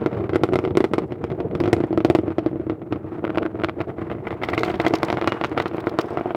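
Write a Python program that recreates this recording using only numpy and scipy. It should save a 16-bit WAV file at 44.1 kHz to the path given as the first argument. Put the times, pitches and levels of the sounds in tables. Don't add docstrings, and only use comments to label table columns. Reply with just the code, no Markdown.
import sys
import numpy as np
from scipy import signal
from scipy.fft import rfft, irfft
from scipy.io import wavfile
from scipy.ndimage import uniform_filter1d

SR = 44100
rng = np.random.default_rng(int(sys.argv[2]) if len(sys.argv) > 2 else 0)


def master(y):
    cut = np.clip(np.atleast_2d(y).T, -1, 1)
    pcm = np.round(cut * 32767)
    wavfile.write(sys.argv[1], SR, pcm.astype(np.int16))


N = 280470

# (time [s], relative level [dB], relative brightness [dB])
SHOCK_FRONTS = [(0.0183, -18, -11), (0.0612, -11.5, -2.5), (0.1297, -22, -1), (0.1706, -19, -15),
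                (0.1984, -21, -16), (0.208, -21, -6), (0.241, -28, 3), (0.2941, -20, 1), (0.3336, -21.5, 2),
                (0.347, -21.5, 1), (0.3578, -9.5, -1), (0.413, -21, -13), (0.4356, -9, 2.5),
                (0.489, -20.5, -3), (0.524, -14.5, -8), (0.535, -14, 1.5), (0.557, -11, 0.5),
                (0.589, -14, 1), (0.64, -14.5, -10), (0.651, -19, 3.5), (0.6758, -15.5, -8),
                (0.708, -17.5, -8), (0.7529, -14.5, -6.5), (0.772, -8.5, 3), (0.805, -11, -2.5),
                (0.842, -11, 0.5), (0.914, -22, -10.5), (0.936, -13, 3), (0.982, -10.5, -2.5),
                (1.02, -24.5, -4.5), (1.036, -21, -13), (1.108, -25, -6.5), (1.1219, -18, -4),
                (1.241, -17, 0), (1.302, -22.5, -0.5), (1.317, -20, -3), (1.39, -28, -10),
                (1.4031, -19.5, -0.5), (1.449, -32, -14), (1.512, -26, -2), (1.552, -19, 3),
                (1.603, -15.5, 2.5), (1.6381, -17, 1), (1.6576, -17.5, 1), (1.6773, -16.5, 0),
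                (1.699, -23, -5), (1.73, -5.5, 1), (1.766, -15.5, -4.5), (1.804, -13.5, -7),
                (1.8383, -12, -9.5), (1.907, -16, -15.5), (1.929, -16, -5), (1.956, -23, -28),
                (1.976, -11, -3.5), (2.0047, -16, -3.5), (2.0484, -9, 2.5), (2.086, -20, -11),
                (2.1005, -8.5, 1), (2.1502, -10.5, 3), (2.1876, -12.5, -7.5), (2.2348, -17.5, -16.5),
                (2.2802, -16, -10), (2.3048, -19, -8), (2.3836, -11.5, -3.5), (2.428, -26, -14),
                (2.4621, -11.5, -7.5), (2.514, -27, -10), (2.53, -20.5, -14.5), (2.5578, -19.5, -14),
                (2.598, -18.5, -14), (2.6674, -19.5, -12), (2.698, -17, -1.5), (2.72, -20.5, -15),
                (2.818, -27.5, -2), (2.908, -27, -15), (2.925, -16, 1), (2.9486, -32, -3), (2.959, -24, -2),
                (3.044, -26, -9), (3.075, -28.5, -8), (3.12, -25, -5.5), (3.152, -28, -4), (3.184, -23, -7),
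                (3.2414, -18, 2.5), (3.2684, -22.5, 1.5), (3.2943, -20.5, 3), (3.3479, -27, 8.5),
                (3.374, -17, 8.5), (3.421, -25, 9), (3.4533, -20, 5), (3.546, -24, -2.5),
                (3.59, -27.5, 6.5), (3.6093, -28, 7.5), (3.6363, -18, 11.5), (3.6861, -20.5, 7),
                (3.784, -27, 0), (3.804, -20.5, 7.5), (3.893, -27.5, 5), (3.9841, -25.5, 4.5),
                (4.0168, -24, 0.5), (4.069, -29, -3), (4.1, -37, 18.5), (4.115, -25, 8.5),
                (4.15, -38.5, 13), (4.184, -38, 10), (4.253, -37, 11), (4.27, -27, 10.5), (4.307, -28, 13),
                (4.3275, -26.5, 6.5), (4.416, -35, 15.5), (4.424, -26.5, 11), (4.4347, -24.5, 16.5),
                (4.487, -25.5, 17.5), (4.519, -27, 5), (4.533, -21.5, 13), (4.5784, -19, 14.5),
                (4.606, -27, -3), (4.6338, -20.5, 17), (4.661, -26.5, 13), (4.679, -24.5, 8.5),
                (4.69, -30, 6), (4.7001, -21.5, 9.5), (4.741, -25, 13), (4.799, -18.5, 12),
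                (4.8489, -21, 10.5), (4.865, -16.5, 14), (4.908, -26, 6), (4.938, -15, 14),
                (5.0315, -14.5, 13), (5.085, -23.5, 13), (5.1021, -21, 17), (5.1276, -20, 15),
                (5.141, -20.5, 5), (5.1719, -22, 13), (5.2141, -22.5, 13.5), (5.223, -22, 10),
                (5.244, -20, 10), (5.2751, -13.5, 12), (5.2787, -20.5, 15.5), (5.3215, -18.5, 13),
                (5.4131, -19, 9.5), (5.439, -24.5, 18.5), (5.446, -20.5, 16.5), (5.516, -22.5, 5),
                (5.569, -23, -2), (5.5774, -16, 11.5), (5.601, -18.5, 14), (5.658, -18, 7), (5.734, -29, 0),
                (5.7459, -19.5, -0.5), (5.782, -19.5, 3), (5.827, -28, -5), (5.841, -22.5, 2),
                (5.8704, -15, 3.5), (5.916, -26, -1), (5.941, -24.5, -4), (5.9884, -13, 10),
                (6.044, -22.5, -4), (6.107, -22, -7), (6.127, -22.5, -6), (6.173, -19.5, 7.5),
                (6.1927, -25.5, 3), (6.2106, -19.5, 1), (6.2578, -17.5, -2), (6.277, -28, 2.5),
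                (6.307, -22.5, 5.5), (6.3485, -18.5, 6.5)]
SHOCK_S = np.transpose(SHOCK_FRONTS)[0]
# (time [s], relative rumble [dB], relative rush [dB])
ROAR_STRENGTH = [(0.0, -26.5, -41.5), (0.45, -27.5, -48), (0.75, -29.5, -52.5), (1.22, -33, -50),
                 (1.45, -30, -51.5), (1.68, -22.5, -49.5), (1.87, -34, -45.5), (2.1, -30, -53),
                 (2.35, -36, -50.5), (2.82, -33.5, -54), (3.1, -32.5, -48.5), (3.45, -31, -47),
                 (3.94, -33.5, -48), (4.36, -29.5, -44), (4.68, -28, -41.5), (5.0, -30.5, -37.5),
                 (5.52, -29, -40.5), (6.36, -32.5, -44.5)]

SIZE = 8192
TIME = np.arange(N) / SR
AGE = np.arange(SIZE) / SR
FREQ = np.maximum(np.fft.rfftfreq(SIZE, 1 / SR), 1)


def undb(db):
    return 10 ** (np.asarray(db) / 20)


def curve(table, t):
    s, *columns = np.transpose(table)
    return [np.interp(t, s, c) for c in columns]


def colour(points, f):
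    hz, db = np.transpose(points)
    return np.interp(np.log(f), np.log(hz), db)


def above(f, hz):
    return 1 / (1 + (hz / f) ** 4)


def bump(hz, half_width_hz):
    return 1 / (1 + ((FREQ - hz) / half_width_hz) ** 2)


def ramp(t, middle_s, length_s):
    return np.clip(.5 + (t - middle_s) / length_s, 0, 1)


def walk(rate_hz):
    k = int(SR / rate_hz)
    steps = np.repeat(rng.standard_normal(N // k + 1), k)
    w = uniform_filter1d(uniform_filter1d(steps, k), k)[:N]
    return w / w.std()


def causal(db):
    cepstrum = irfft(db * np.log(10) / 20)
    cepstrum[1:SIZE // 2] *= 2
    cepstrum[SIZE // 2 + 1:] = 0
    return np.exp(rfft(cepstrum))


def delay(ms):
    return np.exp(-2j * np.pi * FREQ * ms / 1000)


def spray(envelope, ragged_db, size=64):
    snap_db = ragged_db * np.repeat(rng.standard_normal(SIZE // size), size)
    envelope = envelope * undb(snap_db)
    unit = envelope / np.sqrt(np.sum(envelope ** 2))
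    return rfft(rng.standard_normal(SIZE) * unit)


def add(out, t, sound):
    i = int(np.clip(t * SR, 0, N - 1))
    out[i:i + len(sound)] += sound[:N - i]


def surge(lag_s=0.0095, width_s=0.021):
    points = []
    for t in TIME[::64]:
        off_s = np.abs(t - lag_s - SHOCK_S).min()
        points.append((t, np.exp(-(off_s / width_s) ** 2)))
    return curve(points, TIME)[0]


def roar(bass_hz=220, split_hz=680, rush_top_hz=8000,
         bass_gain_db=3.0, rumble_gain_db=-3, rush_gain_db=2.0, hiss_gain_db=-48,
         flutter_db=1.5, own_db=4.0, bass_flutter_db=1, lull_bass_db=-9, lull_rumble_db=-5):
    # (frequency [Hz], relative density [dB])
    roar_spectrum = [(20, -32), (48, -24), (65, -12.5), (90, -3.5), (128, -3), (160, -4), (205, -2),
                     (250, -7.5), (335, -0.5), (394, -4), (463, -4), (520, -13), (641, -7.5), (840, -13.5),
                     (1230, -18), (1740, -26), (2220, -30), (6050, -58), (16000, -51)]
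    # (time [s], relative level [dB])
    bass_level = [(0, -35.5), (1.7, -32.5), (2.3, -38), (3.0, -37), (3.7, -36.5), (4.8, -33), (5.4, -38.5),
                  (6.36, -45)]
    f = np.maximum(np.fft.rfftfreq(N, 1 / SR), 1)
    shape = undb(colour(roar_spectrum, f))
    middle, high, top = above(f, bass_hz), above(f, split_hz), above(f, rush_top_hz)
    rumble_db, rush_db = curve(ROAR_STRENGTH, TIME)
    bass_db, = curve(bass_level, TIME)
    lull = 1 - surge()
    flutter = flutter_db * walk(35) + lull_rumble_db * lull
    heave = bass_flutter_db * walk(14) + lull_bass_db * lull
    bands = (
        (1 - middle, bass_db + bass_gain_db + heave),
        (middle * (1 - high), rumble_db + rumble_gain_db + flutter + own_db * walk(90)),
        (high * (1 - top), rush_db + rush_gain_db + flutter + own_db * walk(90)),
        (high * top, rumble_db + hiss_gain_db + flutter),
    )
    out = np.zeros(N)
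    for band, db in bands:
        noise = irfft(rfft(rng.standard_normal(N)) * shape * band, N)
        out += noise / noise.std() * undb(db)
    return out


def front(t, db, bright_db, split_hz=620, steepening=0.051, typical_db=-20, edge_depth_db=-24,
          punch_width_hz=85, hollow_width_hz=40, snap_width_hz=170, tint_db=1.3):
    # (frequency [Hz], relative level [dB])
    front_spectrum = [(25, -32.5), (55, -23.5), (90, -4), (128, -6.5), (160, -7.5), (205, -7.5),
                      (250, -6.5), (355, -3), (515, -9.5), (640, -10), (950, -16), (1350, -15), (1700, -26),
                      (2050, -20.5), (2600, -27.5), (3300, -30.5), (4500, -37.5), (5300, -39),
                      (6100, -44.5), (16000, -41)]
    # (time [s], nominal treble corner [Hz], midrange punch centre [Hz],
    # punch strength [dB], hollow body centre [Hz], hollow body strength [dB])
    tone_drift = [(0, 6900, 710, 4.5, 398, 7.5), (1.0, 7350, 720, 1.5, 383, 6.5),
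                  (1.8, 7000, 690, 5, 336, 6), (2.4, 6900, 655, 8.5, 320, 6),
                  (2.9, 6000, 613, -0.5, 313, 9.5), (3.3, 3820, 613, 7, 321, 5.5),
                  (4.9, 4110, 708, 8.5, 338, 7), (5.3, 3920, 724, -0.5, 336, 1.5),
                  (6.36, 3680, 695, 11, 355, 3.5)]
    # (time [s], lower centre [Hz], lower strength [dB], upper centre [Hz], upper strength [dB])
    snap_drift = [(0.2, 1320, 3, 2150, 2), (1.2, 1330, 0, 2210, 1), (2.3, 1620, -2, 2260, -2.5),
                  (3.0, 1150, 4, 2100, 0), (3.6, 1720, 2.5, 2050, -5), (4.1, 1350, -3, 2050, 4.5),
                  (4.55, 1250, -4.5, 2120, 4.5), (4.95, 1380, -6, 2060, -0.5), (5.25, 1410, 0, 2020, 0.5),
                  (5.7, 1250, -1.5, 2070, -1.5), (6.3, 1020, 4, 2100, -5.5)]
    edge_hz, punch_hz, punch_db, hollow_hz, hollow_db = curve(tone_drift, t)
    lower_hz, lower_db, upper_hz, upper_db = curve(snap_drift, t)
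    treble = above(FREQ, split_hz)
    corner_hz = edge_hz * 2 ** (steepening * (db + bright_db - typical_db))
    edge = edge_depth_db * above(FREQ, 1.042 * corner_hz)
    body = punch_db * bump(punch_hz, punch_width_hz) + hollow_db * bump(hollow_hz, hollow_width_hz)
    snap = lower_db * bump(lower_hz, snap_width_hz) + upper_db * bump(upper_hz, snap_width_hz)
    octaves = np.arange(0, np.log2(SR), 1 / 3)
    tint = tint_db * treble * np.interp(np.log2(FREQ), octaves, rng.standard_normal(len(octaves)))
    return causal(db + colour(front_spectrum, FREQ) + bright_db * treble + edge + body + snap + tint)


def surroundings(t, dull_hz=800, rebound_db=-10.0, scatter_s=0.005, tail_s=0.021, tail_below_db=-12,
                 sizzle_hz=3200, sizzle_top_hz=7000, sizzle_s=0.0028, fizz_hz=4000, fizz_s=0.089):
    # (nominal lag [ms], relative level [dB])
    dull_rebounds = [(2.95, -10), (5.902, -11)]
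    # (time [s], relative level [dB])
    sizzle_level = [(2.9, -39), (3.8, -3.5), (5.0, -0.5), (5.13, -17), (5.5, -16), (5.75, 11), (6.2, -11.5)]
    # (time [s], relative level [dB])
    fizz_level = [(0, -22), (1.7, -16.5), (2.4, -25.5), (4.0, -22.5), (4.6, -2.5), (5.0, -12), (5.3, -17),
                  (5.6, -12), (6.36, 0)]
    shade_end_s, shade_out_s = 3.95, 0.43
    shade = ramp(t, 3.1, 0.2) - ramp(t, shade_end_s, shade_out_s)
    past_shade = ramp(t, shade_end_s + shade_out_s, shade_out_s)
    leafy = np.exp(-((t - 4.62) / 0.3) ** 2)
    open_stretch = np.exp(-((t - 5.24) / 0.22) ** 2)
    direct_db = -4.5 - 11.5 * shade - 8 * leafy
    treble_db = -16 + 16.5 * shade - 13 * past_shade
    scatter_db = -3.5 + 3 * leafy - 7 * open_stretch
    treble = above(FREQ, dull_hz)
    direct = causal(direct_db * treble)
    near = causal(-20 * treble) * sum(
        undb(db) * delay(ms * (1 + 0.084 * rng.standard_normal())) for ms, db in dull_rebounds)
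    rebound_ms = 8.3 + 1.347 * shade + 0.093 * rng.standard_normal()
    rebound = causal(rebound_db * (1 - treble) + treble_db * treble) * delay(rebound_ms)
    strength, length = rng.standard_normal(2)
    decay_s = scatter_s * 2 ** (0.3 * length)
    scatter_band = scatter_db + 1.2 * strength - 12 * (1 - above(FREQ, 770))
    scatter = causal(scatter_band) * spray(np.exp(-AGE / decay_s), ragged_db=5.5)
    tail_envelope = np.exp(-AGE / tail_s) * (1 - np.exp(-AGE / scatter_s))
    tail = undb(scatter_db + tail_below_db) * spray(tail_envelope, ragged_db=3.5)
    sizzle_db, = curve(sizzle_level, t)
    sizzle_ms = 13.8 + 7.1 * max(t - 4.35, 0)
    off_peak_s = np.abs(AGE - sizzle_ms / 1000)
    sizzle_band = -30 * (1 - above(FREQ, sizzle_hz)) + 5 * (1 - above(FREQ, sizzle_top_hz))
    sizzle = causal(sizzle_db + sizzle_band) * spray(np.exp(-off_peak_s / sizzle_s), ragged_db=3.0)
    fizz_db, = curve(fizz_level, t)
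    fizz_band = causal(-18 * (1 - above(FREQ, fizz_hz)))
    fizz = undb(fizz_db) * fizz_band * spray(np.exp(-AGE / fizz_s), ragged_db=9)
    return direct + near + rebound + scatter + tail + sizzle + fizz


def crackle(count, spread_db, bright_offset_db, swallow_db, swallow_s=0.019):
    out = np.zeros(N)
    for k, (place, size, tint) in enumerate(rng.standard_normal((count, 3))):
        t = np.clip((k + .5 + .3 * place) / count, 0, 1) * N / SR
        rumble_db, rush_db = curve(ROAR_STRENGTH, t)
        closeness = np.exp(-(np.abs(t - SHOCK_S).min() / swallow_s) ** 2)
        db = rumble_db + spread_db * size + swallow_db * closeness
        bright_db = rush_db - rumble_db + bright_offset_db + 2 * tint
        add(out, t, irfft(front(t, db, bright_db) * surroundings(t)))
    return out


def shocks(gain_db=42):
    out = np.zeros(N)
    for t, db, bright_db in SHOCK_FRONTS:
        add(out, t, irfft(front(t, db, bright_db) * surroundings(t)))
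    return undb(gain_db) * out


def ring(x, gain_db=-18.0):
    # (frequency [Hz], relative level [dB], 60 dB decay time [s])
    hollow_modes = [(321, -35.5, 0.075), (461, -32, 0.095), (106, -39.5, 0.028)]
    response = np.zeros(SIZE)
    for hz, db, t60_s in hollow_modes:
        decay = np.exp(-np.log(1000) * AGE / t60_s)
        response += undb(db) * np.cos(2 * np.pi * hz * AGE) * decay
    return x + undb(gain_db) * signal.fftconvolve(x, response)[:N]


def whistle(centre_hz=2871, waver=0.0025, rough_db=1.1):
    # (time [s], RMS level [dB])
    whistle_level = [(5.13, -68), (5.21, -58), (5.25, -56), (5.31, -46), (5.35, -53), (5.39, -58),
                     (5.49, -69)]
    hz = centre_hz * (1 + waver * walk(90))
    s, db = np.transpose(whistle_level)
    swell = np.interp(TIME, s, undb(db), left=0, right=0)
    tone = np.sqrt(2) * np.sin(2 * np.pi * np.cumsum(hz) / SR)
    return tone * swell * undb(rough_db * walk(120))


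def scene():
    roar_and_hiss = roar()
    fine = undb(35.5) * crackle(count=260, spread_db=3.5, bright_offset_db=14, swallow_db=-4)
    lesser = undb(39.5) * crackle(count=130, spread_db=2.0, bright_offset_db=9.0, swallow_db=-13.0)
    fronts = ring(shocks() + lesser + fine)
    return (fronts + roar_and_hiss + whistle())[None]


def record(dry, hiss_db=-78.5, clip_level=.71, top_hz=16200):
    hiss = undb(hiss_db) * rng.standard_normal(dry.shape)
    clipped = np.clip(dry + hiss, -clip_level, clip_level)
    top_cut = signal.ellip(8, .2, 70, top_hz, fs=SR, output="sos")
    return signal.sosfilt(top_cut, clipped)


dry = scene()
out = record(dry)
master(out)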